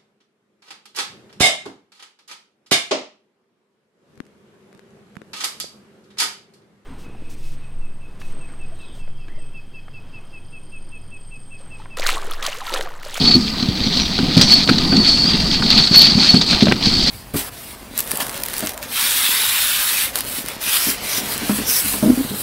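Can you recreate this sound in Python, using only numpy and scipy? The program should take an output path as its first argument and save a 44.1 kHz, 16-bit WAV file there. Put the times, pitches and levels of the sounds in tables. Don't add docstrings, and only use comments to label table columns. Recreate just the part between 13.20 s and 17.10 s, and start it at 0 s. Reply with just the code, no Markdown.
import sys
import numpy as np
from scipy import signal
from scipy.fft import rfft, irfft
from scipy.io import wavfile

SR = 44100
rng = np.random.default_rng(int(sys.argv[2]) if len(sys.argv) > 2 else 0)


def pcm_store(signal):
    levels = np.round(np.clip(np.atleast_2d(signal), -1, 1) * 32767)
    wavfile.write(sys.argv[1], SR, levels.astype(np.int16).T)


N = 171990
T = np.arange(N) / SR

# [dB, relative]
FRAME_TONE = [(20, 0), (48, -6), (63, 0.5), (80, -8.5), (120, -7), (165, 0.5), (215, 1.5), (265, 0),
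              (320, -7.5), (420, -13), (700, -35.5), (4000, -57.5)]
TONE_ROUGHNESS = 0.78


def undb(db):
    return 10 ** (np.asarray(db) / 20)


def unit(x):
    return x / np.std(x)


def curve(rows):
    return np.interp(T, *np.array(rows).T)


def colour(x, points):
    hz, db = np.array(points).T
    f = np.fft.rfftfreq(N, 1 / SR)
    gain = undb(np.interp(np.log(f + 1), np.log(hz), db))
    cepstrum = irfft(np.log(gain), N)
    cepstrum[1:N // 2] *= 2
    cepstrum[N // 2 + 1:] = 0
    response = np.exp(rfft(cepstrum))
    return unit(irfft(rfft(x) * response, N))


def noise():
    return rng.standard_normal(N)


def walk(hz):
    f = np.fft.rfftfreq(N, 1 / SR)[:N // 100]
    random_parts = rng.standard_normal(len(f)) + 1j * rng.standard_normal(len(f))
    return unit(irfft(random_parts * np.exp(-(f / hz) ** 2) * (f > 0), N))


def bursts(rows, attack_s):
    total = 0
    for start, db, decay in rows:
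        rise = np.clip((T - start) / attack_s, 0, 1)
        fall = np.exp(-np.maximum(T - start - attack_s, 0) / decay)
        total = total + undb(db) * rise * fall
    return total


def ring(modes, start, length, scatter_db):
    age = np.maximum(T - start, 0)[:int(start * SR) + SR // 2]
    out = 0
    for hz, db, t60 in modes:
        gain = undb(db + scatter_db * rng.standard_normal())
        decay = np.exp(-np.log(1000) * age / (t60 * length))
        out = out + gain * np.sin(2 * np.pi * hz * age) * decay
    return np.pad(out, (0, N - len(out)))


def resonate(x, modes):
    total = 0
    for hz, width, db in modes:
        peak = signal.iirpeak(hz, hz / width, fs=SR)
        total = total + undb(db) * signal.lfilter(*peak, x)
    return unit(total)


def resonance(hz, wander, rough):
    wander_hz, rough_hz = 60.14, 98
    phase = 2 * np.pi * np.cumsum(hz * (1 + wander * walk(wander_hz))) / SR
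    in_step = np.sin(phase) * (1 + rough * walk(rough_hz))
    out_of_step = rough * np.cos(phase) * walk(rough_hz)
    return (in_step + out_of_step) / np.sqrt(.5 + rough ** 2)


def hiss():
    # [dB, relative]
    air_tone = [(100, 5), (4000, 9), (8000, 5), (12000, 3), (15500, 2)]
    air_db, whine_db, whine_hz = -43, -54, 7867
    whine = unit(np.sin(2 * np.pi * whine_hz * T))
    return undb(air_db) * colour(noise(), air_tone) + undb(whine_db) * whine


def rumble():
    # time_s [s], level_db [dB]
    rumble_level = [(0, -18), (.1, -18.5), (.25, -28.5), (.37, -28.5), (.46, -27.5), (.6, -24.5),
                    (.78, -20.5), (.86, -26), (1.05, -22), (1.3, -23), (1.43, -23), (1.58, -20),
                    (1.67, -19), (1.8, -24.5), (1.92, -22.5), (2.3, -19.5), (2.5, -21), (2.6, -16.5),
                    (2.67, -30), (2.85, -21), (3.08, -27), (3.3, -27.5), (3.35, -15.5), (3.39, -28.5),
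                    (3.61, -26), (3.68, -19.5), (3.9, -23)]
    trim_db, flicker_db, flicker_hz = -0.16, 2.4, 62
    level_db = trim_db + curve(rumble_level) + flicker_db * walk(flicker_hz)
    return colour(noise(), FRAME_TONE) * undb(level_db)


def creaks():
    # start_s [s], level_db [dB], decay_s [s], pitch_hz [Hz]
    creak_rows = [(0.049, -33.5, .17, 1217), (.1, -23, 0.0074, 700), (3.428, -13, 0.0096, 373),
                  (3.468, -18, 0.013, 595)]
    wander = 0.0148
    total = 0
    for start, db, decay, hz in creak_rows:
        envelope = bursts([(start, db, decay)], attack_s=0.0011)
        total = total + envelope * resonance(hz, wander, TONE_ROUGHNESS)
    return total


def fitting():
    # start_s [s], level_db [dB], decay_s [s]
    ping_rows = [(.655, -30, 0.028), (.811, -24, 0.031)]
    # [dB, relative]
    rattle_tone = [(3500, 6), (4800, -2), (6200, 1), (7200, -11), (9000, -24), (11000, -53)]
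    # [s, before shortening]
    fitting_modes = [(4861, -1, .07), (5561, -13.5, .25), (6024, -17, .3), (6778, -22, .13),
                     (7009, -22, .07), (7677, -27, .17), (8285, -23, .18), (8985, -27, .11)]
    ping_hz, jolt_s = 5811, 1.213
    rattle_db, rattle_decay_s = -14, .011
    pings = bursts(ping_rows, attack_s=.001) * unit(np.sin(2 * np.pi * ping_hz * T))
    rattle_envelope = bursts([(jolt_s, rattle_db, rattle_decay_s)], attack_s=.001)
    rattle = rattle_envelope * colour(noise(), rattle_tone)
    jingle = ring(fitting_modes, jolt_s, length=.85, scatter_db=1)
    return pings + rattle + jingle


def crunches():
    # start_s [s], level_db [dB], decay_s [s]
    crunch_rows = [(.078, -12, 0.0046), (.110, -15, 0.0065), (.214, -20, 0.0023), (.425, -16, 0.0046),
                   (.486, -19, 0.0043), (.987, -16, 0.0045), (1.167, -13.5, 0.0076), (1.176, -5, .0021),
                   (1.474, -13.5, 0.011), (1.492, -9.5, 0.0071), (1.582, -8.5, 0.0044), (1.765, -8, 0.0051),
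                   (1.972, -22, .007), (2.502, -8.5, 0.017), (2.640, -10, 0.0025), (2.670, -12.5, 0.012),
                   (2.742, -5.5, 0.01), (3.045, -10, 0.0077), (3.212, -7, .0099), (3.425, -11.5, .011),
                   (3.455, -11, .0029), (3.636, -15, .0092)]
    # [dB, relative]
    crunch_tone = [(500, -13), (2000, -12.5), (3200, -8), (4400, 6), (5200, -8.5), (7000, -19), (9000, -33),
                   (14000, -109)]
    return bursts(crunch_rows, attack_s=0.0021) * colour(noise(), crunch_tone)


def clacks():
    # start_s [s], level_db [dB], decay_s [s], pitch_hz [Hz]
    clack_rows = [(.987, -19, .0055, 1200), (1.490, -7, .005, 1400), (1.496, -11, .0036, 2200),
                  (1.722, -19, .017, 600), (2.423, -15, .0045, 1250), (3.142, -12, .005, 480),
                  (3.329, -17, .0056, 2400), (3.469, -14, .003, 650), (3.483, -15, .003, 1200),
                  (3.513, -14.5, .005, 1100), (3.5218, -3.5, .0025, 1800)]
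    # [dB, relative]
    clack_tone = [(150, -11), (350, 8), (550, -8), (800, 3.5), (1000, -17), (1240, -4), (1560, 5.5),
                  (1950, -13), (2350, -2), (3100, -5.5), (5000, -14), (9000, -52)]
    joint_db, sharpness = -2, 1.2
    dry_noise = colour(noise(), clack_tone)
    out = 0
    for start, db, decay, hz in clack_rows:
        mode = [(hz, hz / sharpness, 0)]
        joint = undb(joint_db) * resonate(resonate(noise(), mode), mode)
        out = out + bursts([(start, db, decay)], attack_s=.0008) * (dry_noise + joint)
    return out


def bumps():
    # start_s [s], strength_db [dB], contact_s [s], ring_length [share of the modes' own time]
    bump_rows = [(.147, 0.5, 0.0028, 2), (.425, -7, .0019, 1), (.485, -6.5, 0.0062, 0.55),
                 (0.665, -9, 0.0035, 0.71), (.989, -5.5, 0.0016, 0.62), (1.029, -5, 0.0016, 0.46),
                 (1.082, -7, 0.0021, 0.7), (1.167, 5.5, .0036, 0.64), (1.184, -11, 0.0018, 1.5),
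                 (1.493, 0, 0.0021, 0.95), (1.508, -8.5, 0.0024, 1), (1.721, -2.5, 0.0032, 1.1),
                 (1.74, -2, 0.0029, 0.65), (1.776, -7, 0.0033, 1.1), (2.710, -1, .0026, .7),
                 (2.95, -3, 0.003, 0.91), (2.975, -8, .0013, 0.84), (3.14, 5.5, 0.0034, 0.52),
                 (3.423, 4, 0.0028, 0.3), (3.468, -13, 0.0011, .6), (3.479, -2.5, 0.0039, 1),
                 (3.668, -8.5, 0.0038, 1.4)]
    # [s, before ring_length]
    frame_modes = [(147, -3, 0.028), (191.5, -2, 0.054), (213.2, -12, 0.24), (249, -6, 0.13),
                   (342, -6, 0.071), (550, -14.5, 0.06)]
    blow_db, rise_s = -2.5, 0.0034
    shudder_db, shudder_decay_s = -16.5, 0.071
    stiffness = signal.butter(2, 86, "high", fs=SR)
    blows, shudder_rows = 0, []
    for start, db, contact, length in bump_rows:
        push = np.sin(np.pi * np.minimum(T[:SR // 100] / contact, 1))
        rise = np.clip((T - start) / rise_s, 0, 1)
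        rung = rise * ring(frame_modes, start, length, scatter_db=2)
        blow = signal.lfilter(*stiffness, signal.oaconvolve(rung, push)[:N])
        blows = blows + undb(blow_db + db) * blow / np.abs(blow).max()
        shudder_rows.append((start, db, shudder_decay_s))
    shaking = signal.lfilter(*stiffness, colour(noise(), FRAME_TONE))
    shudder = bursts(shudder_rows, attack_s=0.0045) * shaking
    return blows + undb(shudder_db) * shudder


def singing():
    # time_s [s], level_db [dB]
    low_level = [(0, -17.5), (.035, -21), (.05, -14), (.073, -10), (.081, -3), (.1, -12), (.155, -7.5),
                 (.19, -42), (.7, -24.5), (.78, -16), (.85, -47), (1.14, -50), (1.2, -19), (1.26, -23),
                 (1.29, -13.5), (1.318, -8), (1.338, 0), (1.347, -7), (1.43, -20), (1.46, -23), (1.58, -37),
                 (1.72, -23), (1.8, -17), (1.835, -18), (1.86, -7), (1.91, -11), (1.95, -18), (2.04, -14.5),
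                 (2.1, -29), (2.48, -20.5), (2.53, -17), (2.6, -13.5), (2.71, -27), (2.745, -4.5),
                 (2.753, -8), (2.765, -1), (2.784, -0.5), (2.795, -4), (2.806, -6), (2.82, -7),
                 (2.93, -18.5), (3.02, -12.5), (3.07, -20), (3.105, -3.5), (3.15, -18.5), (3.17, -7),
                 (3.2, -26), (3.33, -16), (3.56, -45), (3.65, -25), (3.9, -22)]
    # time_s [s], level_db [dB]
    high_level = [(0, -29.5), (1.15, -35), (1.35, -21), (1.5, -33), (1.8, -17), (1.98, -23), (2.06, -16),
                  (2.2, -26), (2.34, -21), (2.45, -32), (2.6, -15), (2.7, -24), (2.8, -13), (3.2, -41),
                  (3.55, -37), (3.66, -22.5), (3.8, -21), (3.9, -25)]
    low_hz, low_trim_db, low_wander = 4420, -2.5, .006
    high_hz, high_trim_db, high_wander = 4540, -0.5, 0.03
    lock_db = -3
    onset_db = -23
    low_db = curve(low_level)
    low_rough = TONE_ROUGHNESS / np.hypot(1, undb(low_db - lock_db) ** 2)
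    fade = 1 / np.hypot(1, undb(onset_db - low_db))
    low = resonance(low_hz, low_wander, low_rough) * undb(low_trim_db + low_db) * fade
    high = resonance(high_hz, high_wander, TONE_ROUGHNESS) * undb(high_trim_db + curve(high_level))
    return low + high


def grains():
    grains_per_s, spread_db = 2200, 2.3
    breaks = rng.random(N) < grains_per_s / SR
    size = undb(spread_db * np.minimum(rng.exponential(size=N), 5))
    return breaks * np.sign(noise()) * size


def crackle():
    snaps_per_s, spread_db, decay_s = 110, 2.8, .0014
    size = undb(spread_db * np.minimum(rng.exponential(size=N), 2))
    snaps = (rng.random(N) < snaps_per_s / SR) * size
    return signal.lfilter([1], [1, -np.exp(-1 / (decay_s * SR))], snaps) * noise()


def patchy(x):
    patch_db, patch_hz = 2.6, 25.9
    f = np.fft.rfftfreq(N, 1 / SR)
    centres = np.geomspace(400, 9000, num=14)
    spectrum = rfft(x)
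    total = 0
    for share in np.eye(len(centres)):
        band = irfft(spectrum * np.interp(f, centres, share), N)
        total = total + band * undb(patch_db * walk(patch_hz))
    return unit(total)


def runners():
    # time_s [s], level_db [dB]
    scrape_level = [(0, -28), (.06, -19.5), (.16, -24.5), (.19, -32), (.25, -27), (.35, -34.5),
                    (.39, -27.5), (.47, -31), (.56, -29), (.63, -26.5), (.72, -27), (.785, -22), (.85, -27),
                    (1.0, -27), (1.14, -25), (1.2, -23), (1.24, -16), (1.265, -28), (1.31, -16),
                    (1.36, -22), (1.435, -19.5), (1.465, -41), (1.52, -24), (1.7, -28.5), (1.82, -28.5),
                    (1.86, -19.5), (2.0, -27), (2.14, -21.5), (2.25, -29.5), (2.35, -20.5), (2.41, -29),
                    (2.49, -23.5), (2.59, -14), (2.65, -24), (2.71, -28.5), (2.76, -14.5), (2.88, -16.5),
                    (2.96, -26.5), (3.05, -15), (3.15, -24), (3.26, -29), (3.34, -14.5), (3.38, -29),
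                    (3.415, -17), (3.45, -31.5), (3.495, -22.5), (3.55, -34.5), (3.61, -29), (3.66, -17),
                    (3.73, -26.5), (3.9, -21)]
    spray_level = [(0, -27.5), (.08, -26), (.16, -28.5), (.3, -32.5), (.5, -41), (.7, -33.5), (.79, -26),
                   (.86, -33), (1.14, -33), (1.18, -25), (1.27, -24), (1.31, -17.5), (1.42, -27),
                   (1.47, -30), (1.53, -31), (1.7, -30), (1.82, -28.5), (1.88, -21.5), (2.15, -27),
                   (2.43, -28.5), (2.6, -23.5), (2.7, -27.5), (2.79, -17), (2.96, -27), (3.05, -20),
                   (3.17, -26), (3.25, -30), (3.32, -18.5), (3.38, -34), (3.42, -27.5), (3.59, -38),
                   (3.65, -24), (3.9, -23.5)]
    grind_level = [(0, -26), (.08, -24.5), (.16, -25.5), (.22, -34), (.36, -30), (.6, -30.5), (.78, -26.5),
                   (.86, -29.5), (1.14, -26.5), (1.22, -20), (1.44, -27), (1.62, -25), (1.85, -24),
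                   (2.45, -26.5), (2.58, -22), (2.69, -29), (2.77, -20.5), (3.0, -25.5), (3.14, -25),
                   (3.25, -33), (3.34, -23), (3.6, -29), (3.66, -26.5), (3.9, -27.5)]
    # [dB, relative]
    scrape_tone = [(900, -18.5), (1800, -14.5), (2500, -7.5), (2850, -10.5), (3200, -3), (3700, -2),
                   (4150, 4), (4600, -3.5), (5000, -8.5), (6500, -17), (10000, -81)]
    spray_tone = [(3800, -23.5), (4400, -5), (4650, 2), (5000, 0), (5400, -11), (6200, -17.5), (7300, -21),
                  (8500, -20), (9600, -35), (15500, -41)]
    grind_tone = [(250, 11), (450, -7.5), (600, 2.5), (850, 7), (1050, 6), (1400, 4.5), (1800, 0.5),
                  (2800, -6.5), (5000, -2), (10000, -38)]
    # [dB, relative]
    runner_modes = [(585, 35, -5), (729, 130, 3), (876, 50, -1), (1219, 44, 1), (1487, 73, -4.5),
                    (1913, 190, -2), (2346, 39, -3.5), (2755, 83, 1)]
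    scrape_trim_db, spray_trim_db, grind_trim_db = 1.74, 1.5, -3.5
    crackle_db, ringing_db = -5, 0
    chatter_db, chatter_hz = 0.95, 67.5

    scraping = patchy(colour(grains(), scrape_tone))
    crackling = undb(crackle_db) * colour(crackle(), scrape_tone)
    scrape = (scraping + crackling) * undb(scrape_trim_db + curve(scrape_level))
    spray = colour(grains(), spray_tone) * undb(spray_trim_db + curve(spray_level))
    ringing = undb(ringing_db) * resonate(grains(), runner_modes)
    grinding = patchy(colour(grains(), grind_tone) + ringing)
    grind = grinding * undb(grind_trim_db + curve(grind_level))
    chatter = undb(chatter_db * walk(chatter_hz))
    return chatter * (scrape + spray + grind)


def scene():
    background = hiss() + rumble()
    knocks = creaks() + fitting() + crunches() + clacks() + bumps()
    mono = background + knocks + singing() + runners()
    return np.array([mono, mono])


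def record(dry):
    clip_level, top_hz = 1.0, 15800
    doubled = signal.resample_poly(dry, 2, 1, axis=1)
    clipped = np.clip(doubled, -clip_level, clip_level)
    lowpass = signal.ellip(8, .1, 60, top_hz, fs=2 * SR, output="sos")
    return signal.sosfiltfilt(lowpass, clipped)[:, ::2]


dry = scene()
out = record(dry)
pcm_store(out)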